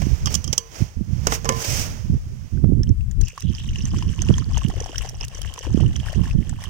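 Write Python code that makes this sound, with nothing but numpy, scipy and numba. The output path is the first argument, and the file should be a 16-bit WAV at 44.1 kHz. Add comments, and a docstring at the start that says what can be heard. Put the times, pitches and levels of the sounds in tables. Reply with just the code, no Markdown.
"""A hot drink is poured from a steel vacuum flask into its cup, outdoors on snow, close to a camera.
From the start, wind buffets the two microphone ports, the right one most. A sleeve swishes, the
stopper clicks and the steel shell rings faintly. A few drops fall; then, from 3.2 s, the stream
drags air under and bubbles in the cup, whose note climbs and levels off as it fills.
Droplets tick against the wall, and the deepening drink begins to gurgle."""
import sys
import numpy as np
from scipy import signal
from scipy.fft import rfft, irfft, next_fast_len
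from scipy.io import wavfile
from scipy.ndimage import uniform_filter1d, map_coordinates
from numba import njit

SR = 44100
rng = np.random.default_rng(int(sys.argv[2]) if len(sys.argv) > 2 else 0)


def put_to_file(sound):
    """Save the sound as 16-bit audio at rate SR, in the file named by the first command-line argument."""
    columns = np.atleast_2d(sound).T  # one column per channel
    safe = np.clip(columns, -1, 1)
    whole_steps = np.round(safe * 32767)
    wavfile.write(sys.argv[1], SR, whole_steps.astype(np.int16))


N = 295205
TIME = np.arange(N) / SR


def amp(db):
    """Decibels to gain."""
    return 10 ** (np.asarray(db) / 20)


def unit(x):
    """Scale to rms 1."""
    return x / np.sqrt(np.mean(x ** 2) + 1e-20)


def along(points, hz):
    """Read (Hz, value) points on a log frequency axis."""
    f, v = np.transpose(points)
    return np.interp(np.log(hz + 1), np.log(f + 1), v)


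def curve(points):
    """Join (seconds, value) points into one value per sample."""
    return np.interp(TIME, *np.transpose(points))


def wobble(rate):
    """A smooth random curve, rate knots a second."""
    return map_coordinates(rng.standard_normal(int(N * rate / SR) + 4), [TIME * rate])


def filtered(x, response):
    """Shape x with a gain that depends on frequency."""
    size = next_fast_len(N + SR // 4)
    return irfft(rfft(x, size) * response(np.fft.rfftfreq(size, 1 / SR)), size)[..., :N]


def noise(spectrum, channels=1):
    """Coloured noise of rms 1."""
    return unit(filtered(rng.standard_normal((channels, N)), lambda hz: amp(along(spectrum, hz))))


def add(track, start, sound):
    """Mix a sound into a track at start seconds."""
    part = track[..., round(start * SR):][..., :sound.shape[-1]]
    part += sound[..., :part.shape[-1]]


def panned(x, right_db):
    """Lean a sound to the right."""
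    return x * amp(np.array([[-right_db / 2], [right_db / 2]]))


def from_right(x, right_db, lag=15):
    """A sound beside the camera is louder at the right port and reaches the left lag samples later."""
    left, right = panned(x, right_db)
    return np.array([np.pad(left, (lag, 0))[:N], right])


def swell(start, hold, db, rise, fall):
    """Power of a swell that rises, holds and dies away; rise and fall are seconds per 20 dB."""
    away = np.maximum(start - TIME, 0) / rise + np.maximum(TIME - start - hold, 0) / fall
    return amp(db - 20 * away) ** 2


# The tone of the still background. Each row: frequency in Hz, relative level in dB.
AIR = [(30, -24), (200, 2), (600, 6), (2000, 1), (6000, -2), (16000, 5)]


def air():
    """A faint, steady bed of outdoor hiss."""
    return amp(-58) * noise(AIR, channels=2)


def swirl(spectrum):
    """Turbulent pressure of even strength."""
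    pressure = noise(spectrum)[0]
    local_power = np.abs(uniform_filter1d(pressure ** 2, SR // 35))
    return unit(pressure / np.sqrt(local_power + 1.35))


# The flutter of fast eddies. Each row: frequency in Hz, relative level in dB.
EDDIES = [(40, -12), (130, 4), (220, 8.5), (350, -4.5), (520, -20.5), (900, -51), (2500, -67)]


def buffet(strength_db, spectrum, eddy_db, gain_db, flutter_db):
    """Lumpy pressure at one port drops out more than it surges; strong gusts bring faster eddies."""
    level_db = strength_db + gain_db + flutter_db * np.minimum(wobble(20), .9)
    rumble = amp(level_db) * swirl(spectrum)
    boost_db = .5 * np.minimum(level_db + 4.5, 3)
    flicker_db = 4.5 * np.minimum(wobble(70), 1.2)
    return rumble + amp(level_db + eddy_db + boost_db + flicker_db) * swirl(EDDIES)


def gusts(rows, breeze_db):
    """Wind strength in dB: gusts over a light breeze."""
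    power = sum(swell(*row, rise=0.018, fall=0.061) for row in rows)
    return 10 * np.log10(amp(breeze_db) ** 2 + power)


# Gusts at each port. Each row: start in seconds, hold in seconds, relative level in dB.
GUSTS_LEFT = [(0.22, 0.018, -23), (0.81, 0.14, -40.5), (1.22, 0.16, -38), (1.78, 0.18, -37),
              (2.09, 0.23, -33), (2.8, 0.41, -25.5), (3.08, 0.15, -18.0), (3.5, 0.574, -29),
              (4.2, 0.484, -26.5), (4.76, 0.34, -32.5), (4.95, 1, -35), (5.86, 0.46, -30.5),
              (6.25, 0.66, -37.5)]
GUSTS_RIGHT = [(0.0, 0.12, -16.5), (0.19, 0.2, -20), (0.45, 0.11, -22.5), (0.81, 0.0052, -15.5),
               (0.97, 0.22, -21.5), (1.22, 0.36, -24.5), (1.68, 0.34, -23), (2.04, 0.12, -16.5),
               (2.22, 0.23, -25), (2.53, 0.064, -16), (2.63, 0.27, -10.5), (3.01, 0.054, -31.5),
               (3.44, 0.073, -17), (3.59, 0.59, -22.5), (3.84, 0.26, -20), (4.19, 0.29, -16),
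               (4.3, 0.0108, -7.5), (4.64, 0.048, -16.5), (4.71, 0.12, -31), (5.08, 0.17, -32.5),
               (5.7, 0.16, -13.5), (5.89, 0.12, -21.5), (6.16, 0.096, -16), (6.34, 0.068, -17),
               (6.47, 0.54, -23)]
# The wind's rumble at each port. Each row: frequency in Hz, relative level in dB.
RUMBLE_LEFT = [(8, -30.5), (25, 5), (80, 1.5), (120, -4), (190, -18), (300, -37.5), (600, -52), (2000, -69)]
RUMBLE_RIGHT = [(8, -9.5), (25, -8.5), (70, 2.5), (125, -1), (200, -12), (320, -40), (600, -57),
                (2000, -88)]
# The pulsing on the left deepens. Each row: time in seconds, share of the full depth.
PULSE_DEPTH = [(4.3, 0.37), (4.6, 1)]
PULSE_PERIOD_S, PULSE_PEAK_S, PULSE_FULL_DB = .221, 4.565, 6.5


def wind():
    """Each port meets its own gusts: the sheltered left one pulses, the exposed right one is hit harder."""
    pulse = np.cos(2 * np.pi * (TIME - PULSE_PEAK_S) / PULSE_PERIOD_S)
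    left_db = gusts(GUSTS_LEFT, breeze_db=-47) + PULSE_FULL_DB * curve(PULSE_DEPTH) * pulse
    right_db = gusts(GUSTS_RIGHT, breeze_db=-44.5)
    left = buffet(left_db, RUMBLE_LEFT, eddy_db=-19, gain_db=2.5, flutter_db=4)
    right = buffet(right_db, RUMBLE_RIGHT, eddy_db=-5.5, gain_db=-2, flutter_db=4.5)
    return np.array([left, right])


# Strokes of the sleeve. Each row: start in seconds, hold in seconds, relative level in dB,
# rise and fall in seconds per 20 dB.
STROKES = [(0.0, 0.022, -38, .05, 1), (0.308, 0.018, -33.5, 0.031, 0.095), (0.47, .1, -48, 0.04, 0.12),
           (0.757, 0.056, -37.5, 0.1, 0.16), (1.128, 0.14, -47.5, 0.15, .1),
           (1.328, 0.025, -29.5, 0.13, 0.059), (1.629, 0.18, -30, 0.27, 0.28), (2.01, 0.53, -54, .1, 0.29)]
# The cloth's body and the hiss of fast rubbing. Each row: frequency in Hz, relative level in dB.
CLOTH = [(100, 7), (500, 12), (1200, 4), (2200, 2), (3600, -1.5), (6000, -0.5), (9000, -2), (12000, -5.5),
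         (16000, 3)]
SWISH = [(1000, -22), (2200, -5), (4000, -5.5), (6000, -1), (8300, -2), (11000, -3), (15000, 4.5),
         (16000, -13)]
RUSTLE_DB, ARM_REST_S, ARM_FADE_S = -62, 2.75, 0.14


def sleeve():
    """Smooth jacket cloth swishes until the arm rests, brighter the faster it slides."""
    power = amp(RUSTLE_DB) ** 2 + sum(swell(*row) for row in STROKES)
    rub_db = 10 * np.log10(power) + 0.63 * wobble(120)
    moving = np.clip((ARM_REST_S - TIME) / ARM_FADE_S, 0, 1)
    body = amp(rub_db - 3.5) * (0.62 * noise(CLOTH) + 0.55 * noise(CLOTH, channels=2))
    hiss = amp(rub_db - 2 + 1.7 * (rub_db + 31.5)) * noise(SWISH, channels=2)
    return moving * (from_right(body, right_db=9.5) + panned(hiss, right_db=0.5))


def ringing(modes, t, gain_db):
    """Decaying modes, struck at slightly new strengths every time."""
    hz, db, t60 = np.transpose(modes)[:, :, None]
    level = db + gain_db + rng.normal(0, 1.3, hz.shape)
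    return np.sum(amp(level - 60 * t / t60) * np.sin(2 * np.pi * hz * t), axis=0)


# Clicks of the stopper and handle. Each row: start in seconds, relative level in dB,
# then trims in dB for the knock, the stopper's clink and the shell's ring.
CLICKS = [(0.018, -28, 6.5, -18, -19), (0.258, -12.5, -24, 5.5, -33), (0.270, -21.5, 3, 15.5, -25),
          (0.3421, -8, -28, -4, -50), (0.3507, -5, -39, -12, -35), (0.4423, -18, -29, -1.5, -46),
          (0.477, -24.5, -38, 8, -36), (0.528, -10, -19, -23, -42), (0.5303, -11, -10.5, -6, -36),
          (0.5785, -2.5, -40, -7.5, -25.5), (1.269, -10, -4.5, -27, -9.5), (1.2693, -13, -3, -23, -27),
          (1.3212, -16.5, 5.5, -10, -17), (1.445, -23, -2, -22, 3), (1.4539, -25.5, 7.5, -24, 8),
          (1.4901, -6, -3.5, -30, -1.5), (1.522, -23.5, -2, -27, -13)]
# The bright snap and the dull knock. Each row: frequency in Hz, relative level in dB.
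SNAP = [(300, 5), (1800, -31), (3000, 1.5), (4200, -3), (5500, 3.5), (7500, 7.5), (10000, 0), (16000, 1)]
KNOCK = [(150, -2.5), (500, -6), (1100, -9.5), (2000, -18), (4000, -22), (9000, -31)]
# Modes of the plastic stopper and the steel shell.
# Each row: pitch in Hz, relative level in dB, seconds to fade by 60 dB.
STOPPER_MODES = [(1170, 4.5, 0.03), (3200, -0.5, 0.065), (5200, 4.5, 0.019), (5700, -17, 0.032),
                 (6960, -22, 0.033)]
SHELL_MODES = [(371, -8, .2), (457, -2, .5), (520, 3, .1), (1028, -4, .42), (1147, -7, .3),
               (1755, -12, .24), (2175, -19, .3), (2902, -7, .14), (4570, -8, .18), (5507, -10, .12),
               (6040, -7, .3), (7704, -11, .12)]


def flask():
    """Each click is a dry snap, a duller knock, a clink of the stopper and a faint ring of the shell."""
    t = np.arange(SR // 2) / SR
    snap, knock, ring = np.zeros((3, N))
    onset = 1 - np.exp(-t / 0.00051)
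    treble = np.array(SHELL_MODES)[:, :1] > 2500
    for start, db, knock_db, stopper_db, shell_db in CLICKS:
        add(snap, start, amp(db - 8) * onset * (amp(-60 * t / 0.019) + amp(-27 - 60 * t / 0.11)))
        add(knock, start, amp(db + knock_db - 6.5) * onset * amp(-60 * t / 0.049))
        add(ring, start, onset * ringing(STOPPER_MODES, t, db + stopper_db - 24.5))
        drive_db = np.where(treble, stopper_db - 14.5, shell_db)  # the stopper feeds the high modes
        add(ring, start, onset * ringing(SHELL_MODES, t, db - 16 + drive_db))
    return from_right(snap * noise(SNAP, channels=2) + knock * noise(KNOCK) + ring, right_db=7)


# Hard eddies of wind. Each row: start in seconds, relative level in dB, pitch in Hz.
THUMPS = [(0.067, -7.5, 230), (0.127, -6.5, 64), (0.818, -2, 134.6), (1.009, -6.5, 169), (1.129, -8.5, 117),
          (2.098, -0.5, 134), (2.64, 2.5, 166), (2.721, -6.5, 269), (2.906, -2, 91.5), (3.449, -7.5, 151),
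          (4.293, -5, 266), (4.304, 1, 151.5), (4.648, -2.5, 154), (5.745, 1, 196), (5.774, -6, 296),
          (6.21, -0.5, 147), (6.35, 1, 120.4), (6.385, -2.5, 148)]


def thumps():
    """A single eddy pushes and pulls at the right port once or twice and is gone."""
    right, t = np.zeros(N), np.arange(SR // 12) / SR
    for start, db, hz in THUMPS:
        age = t * hz / 0.31
        envelope = (age / 2) ** 2 * np.exp(2 - age)
        add(right, start, amp(db - 1.5) * envelope * np.sin(2 * np.pi * hz * t))
    return np.array([np.zeros(N), right])


def bubbles(starts, db, hz, cycles, rise, scatter_db, life_scatter, size=640):
    """Damped sines swell within a cycle and glide upward, a little different at each port."""
    life, bearing, balance = rng.standard_normal((len(starts), 3)).T[:, :, None]
    turns = hz[:, None] * np.arange(size) / SR
    age = turns / (cycles * np.exp(life_scatter * life))
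    onset = 1 - np.exp(-1.5 * turns)
    envelope = amp(db)[:, None] * onset * np.exp(-age) * np.linspace(1, 0, size) ** .5
    phase = 2 * np.pi * turns * (1 + rise * np.minimum(age, 2))
    skew = hz[:, None] / 8000 * (bearing * 1.14 - 1.3)  # the nearer port leads
    ports = [envelope * amp(side * scatter_db * balance) * np.sin(phase + side * skew)
             for side in (-1, 1)]
    index = (np.round(starts * SR).astype(int)[:, None] + np.arange(size)).ravel()
    return np.array([np.bincount(index, wave.ravel(), N + size)[:N] for wave in ports])


# Drops and bubbles that stand out. Each row: start in seconds, relative level in dB, pitch in Hz.
DROPS = [(2.574, -44.5, 1480), (2.833, -29.5, 5500), (2.872, -44, 3020), (2.892, -38.5, 5700),
         (3.009, -43, 2650), (3.112, -35.5, 7030), (3.214, -28, 6250), (3.282, -43, 2860),
         (3.282, -39.5, 5670), (3.377, -26, 1080), (3.423, -31.5, 5940), (3.597, -35, 3340),
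         (3.758, -27, 2840), (3.854, -28, 6200), (3.944, -30, 1070), (4.024, -30, 980), (4.183, -35, 975),
         (4.219, -20, 6260), (4.287, -23.5, 2790), (4.382, -32.5, 1010), (4.382, -27, 6200),
         (4.571, -30, 2900), (4.572, -24.5, 900), (4.578, -26.5, 6300), (4.7, -27.5, 766), (4.8, -32, 720),
         (4.804, -28, 5970), (4.86, -25.5, 716), (4.958, -26, 2990), (4.981, -22, 5570), (5.047, -29, 717),
         (5.09, -31, 5660), (5.24, -30.5, 2750), (5.349, -30.5, 5800), (5.578, -29, 990),
         (5.59, -30.5, 5900), (5.666, -35, 960), (5.805, -25.5, 600), (5.959, -28.5, 3160),
         (5.963, -31, 5940), (6.0, -31, 3150), (6.085, -29, 1640), (6.129, -26, 610), (6.256, -35, 1700),
         (6.311, -33, 2580), (6.494, -28, 7500), (6.638, -34, 1900)]
# The wet wash of drops and foam. Each row: frequency in Hz, relative level in dB.
WASH = [(200, -14), (420, 1.5), (700, -8.5), (1100, -8.5), (1400, -2.5), (1800, 8.5), (2300, -7),
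        (3000, -2.5), (4000, -1.5), (6000, -4.5), (8000, -3), (11000, -6), (16000, -11)]


def drops():
    """Single loud bubbles, each born with a tiny splash; the smallest burst with a bright tick."""
    t = np.arange(SR // 40) / SR
    splash, tick = np.zeros((2, N))
    for start, level, pitch in DROPS:
        add(splash, start, amp(level - 12 - 60 * t / 0.037) * (1 - np.exp(-t / 0.00019)))
        add(tick, start, amp(level - 10.5 - 60 * t / 0.022) * (pitch / 6000) ** 2)
    starts, db, hz = np.transpose(DROPS)
    cycles = 6.1 * (hz[:, None] / 3000) ** 0.7  # small bubbles ring for more cycles
    ring = bubbles(starts, db + 2.5, hz, cycles, rise=0.0097, scatter_db=1.15, life_scatter=.12)
    return ring + splash * noise(WASH, channels=2) + tick * noise(SNAP, channels=2)


def swarm(pitch_hz, spread, cycles, rise, size_db, count):
    """A steady random swarm of bubbles around a pitch or pitch curve, rms 1 while the drink flows."""
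    starts = rng.uniform(POUR_START_S, N / SR, count)
    centre_hz = np.interp(starts, TIME, pitch_hz * np.ones(N))
    hz = np.clip(centre_hz * np.exp(spread * rng.standard_normal(count)), 300, TOP_HZ)
    db = size_db * np.minimum(rng.exponential(size=count), 3.5)
    cloud = bubbles(starts, db, hz, cycles, rise, scatter_db=5.5, life_scatter=.4)
    return unit(cloud) * np.sqrt(1 - POUR_START_S * SR / N)


# The strength of the stream. Each row: time in seconds, relative level in dB.
FLOW = [(3.2, -12), (3.28, 2.5), (3.48, -12.5), (3.58, 1), (3.9, 1), (4.2, 3.5), (4.6, 3), (4.73, -1),
        (4.98, 6.5), (5.17, -2), (5.75, 3.5), (6.15, 4), (6.37, -4.5), (6.69, 3)]
# The note of the big bubbles, which grow as the drink deepens, and the note of the cup's air.
# Each row: time in seconds, pitch in Hz.
PLOP_NOTE = [(3.2, 1240), (4.3, 1077), (4.9, 745), (6.7, 926)]
CUP_NOTE = [(3.2, 2680), (4.3, 3034), (5.4, 2910), (6.7, 2980)]
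POUR_START_S, POUR_SETTLE_S, DEEPEN_S = 3.2, 0.14, 0.5
CUP_FADE_DB_PER_S, SPRAY_FADE_DB_PER_S = 1, 3.5  # the rising drink cushions the stream


def pour():
    """The stream drags air under: big plops, bubbles near the cup's note, fine spray and foam."""
    age = np.maximum(TIME - POUR_START_S, 0)
    flow_db = curve(FLOW) + 3 * wobble(26)  # the stream lands in uneven beads
    plop_db = flow_db - 50 - 18 * np.exp(-age / DEEPEN_S)  # big bubbles need depth
    cup_db = flow_db - 50.5 - CUP_FADE_DB_PER_S * age
    spray_db = flow_db - 45.5 - SPRAY_FADE_DB_PER_S * age
    plops = swarm(curve(PLOP_NOTE), spread=0.39, cycles=1.07, rise=0.0072, size_db=6.5, count=1500)
    cup = swarm(curve(CUP_NOTE), spread=0.1, cycles=2.8, rise=0.0022, size_db=7.5, count=2000)
    spray = swarm(6390, spread=0.15, cycles=4.2, rise=0.0056, size_db=6.5, count=4000)
    bubbling = amp(plop_db - 4) * plops + amp(cup_db - 8) * cup + amp(spray_db - 7) * spray + film()
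    froth = foam(wash_db=(plop_db + cup_db) / 2 - 6.5, fizz_db=spray_db - 14)
    unbroken = np.clip(age / POUR_SETTLE_S, 0, 1)
    return bubbling + unbroken * (froth + spurts(cup_db - 1))


# The foam's high fizz. Each row: frequency in Hz, relative level in dB.
FIZZ = [(1500, -20), (4000, -8), (5300, 1.5), (6300, 10), (7700, -50), (10000, -7), (15000, 0.5)]


def foam(wash_db, fizz_db):
    """Films bursting on the foam make a wash and a fizz that crackle together."""
    crackle = amp(4 * wobble(420))
    return crackle * (amp(wash_db) * noise(WASH, channels=2) + amp(fizz_db) * noise(FIZZ, channels=2))


# The slap of a bead on the drink. Each row: frequency in Hz, relative level in dB.
SPLASH = [(300, -23), (700, 8), (1100, 2), (1500, 3), (2000, 7), (3000, -1), (4000, -11), (5000, -15),
          (6300, -10), (8000, 1), (11000, 5.5), (16000, -4)]
SPURTS_PER_S, SPURT_SCATTER_DB, SPURT_T60_S = 80, 5.5, 0.019


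def spurts(level_db):
    """Beads of the stream slap the surface at random: short splashes across the whole band."""
    pour_s = N / SR - POUR_START_S
    slaps, t = np.zeros(N), np.arange(SR // 30) / SR
    onset = 1 - np.exp(-t / 0.002)
    for when, size in rng.random((round(SPURTS_PER_S * pour_s), 2)):
        db = SPURT_SCATTER_DB * min(-np.log(1 - size), 2.6)
        add(slaps, POUR_START_S + when * pour_s, onset * amp(db - 60 * t / SPURT_T60_S))
    return amp(level_db) * slaps * noise(SPLASH, channels=2)


@njit
def bandpass(x, step, damping):
    """A gliding band-pass of gain 1; step is its pitch in radians per sample."""
    out, low, band = np.zeros(len(x)), 0., 0.
    for i in range(len(x)):
        low += step[i] * band
        band += step[i] * (x[i] - low - damping * band)
        out[i] = damping * band
    return out


def cup_resonance(x, hz, damping, gain_db):
    """The cup rings along with the stream at one pitch, steady or gliding."""
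    step = 2 * np.sin(np.pi * hz / SR) * np.ones(N)
    return x + amp(gain_db) * np.array([bandpass(side, step, damping) for side in x])


# Droplets on the cup's wall. Each row: start in seconds, relative level in dB.
SPLATS = [(3.211, -30.5), (3.2828, -32.5), (3.4056, -32.5), (4.6844, -34), (4.9833, -29.5), (5.0944, -33),
          (5.249, -31), (5.282, -33), (5.4166, -27.5), (5.5385, -30.5), (5.59, -37), (6.1246, -44),
          (6.2572, -44), (6.639, -32.5)]


def splats():
    """Flung droplets hit the cup's wall with a dry, bright tick."""
    ticks, t = np.zeros(N), np.arange(SR // 40) / SR
    for start, db in SPLATS:
        add(ticks, start, amp(db + 6 - 60 * t / 0.014) * (1 - np.exp(-t / 0.0003)))
    return ticks * noise([(1500, -17), (4200, 1), (6000, -0.5), (9000, 4.5), (16000, 2.5)], channels=2)


def film(peak_s=3.574, width_s=0.11):
    """A bright swell of bubbles while the drink only just covers the bottom."""
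    envelope = amp(-54) * np.exp(-.5 * ((TIME - peak_s) / width_s) ** 2)
    return envelope * swarm(3460, spread=0.112, cycles=5.4, rise=.004, size_db=1.5, count=1200)


# The swells of the low gurgle. Each row: time in seconds, relative level in dB.
GURGLE = [(3.2, -66), (4.0, -64.5), (4.7, -46.5), (5.05, -46), (5.2, -74), (5.7, -41), (6.1, -47.5),
          (6.69, -76)]


def gurgle():
    """As the drink deepens, the stream churns larger pockets of air below the surface."""
    level_db = curve(GURGLE) - 2.5 + 3 * wobble(24)
    return amp(level_db) * swarm(400, spread=0.29, cycles=1.36, rise=.01, size_db=7.5, count=600)


def scene():
    """Flask, drink and wind in the open air, without walls to answer."""
    bed = air()
    stream = cup_resonance(pour(), curve(CUP_NOTE), damping=0.15, gain_db=3)  # air above the drink
    stream = cup_resonance(stream, hz=1080, damping=0.037, gain_db=2.5)  # the cup's hollow body
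    return bed + flask() + sleeve() + stream + gurgle() + drops() + splats() + wind() + thumps()


def port_cavity(x, spectrum, size=1024):
    """The cavity behind a microphone port colours the sound as a causal filter."""
    cepstrum = irfft(np.log(amp(along(spectrum, np.fft.rfftfreq(size, 1 / SR)))))
    cepstrum[1:size // 2] *= 2  # fold to minimum phase
    cepstrum[size // 2 + 1:] = 0
    return signal.fftconvolve(x, irfft(np.exp(rfft(cepstrum))))[:N]


# The tone of each port's cavity. Each row: frequency in Hz, gain in dB.
PORT_LEFT = [(300, 0.5), (3200, 5), (4200, -4), (5200, 3), (6500, -3), (8000, 5), (10500, -6),
             (15000, -13.5)]
PORT_RIGHT = [(300, 0.5), (3100, 6.5), (4100, 2), (5200, 10.5), (6100, 12), (7000, 6.5), (8000, -3),
              (12500, -6), (15000, -4)]
TOP_HZ = 15900


def record(dry):
    """Each port colours its side; the camera flattens peaks near full scale and cuts the top treble."""
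    heard = np.array([port_cavity(dry[0], PORT_LEFT), port_cavity(dry[1], PORT_RIGHT)])
    return filtered(np.clip(heard, -.95, .95), lambda hz: hz < TOP_HZ)


dry = scene()
out = record(dry)
put_to_file(out)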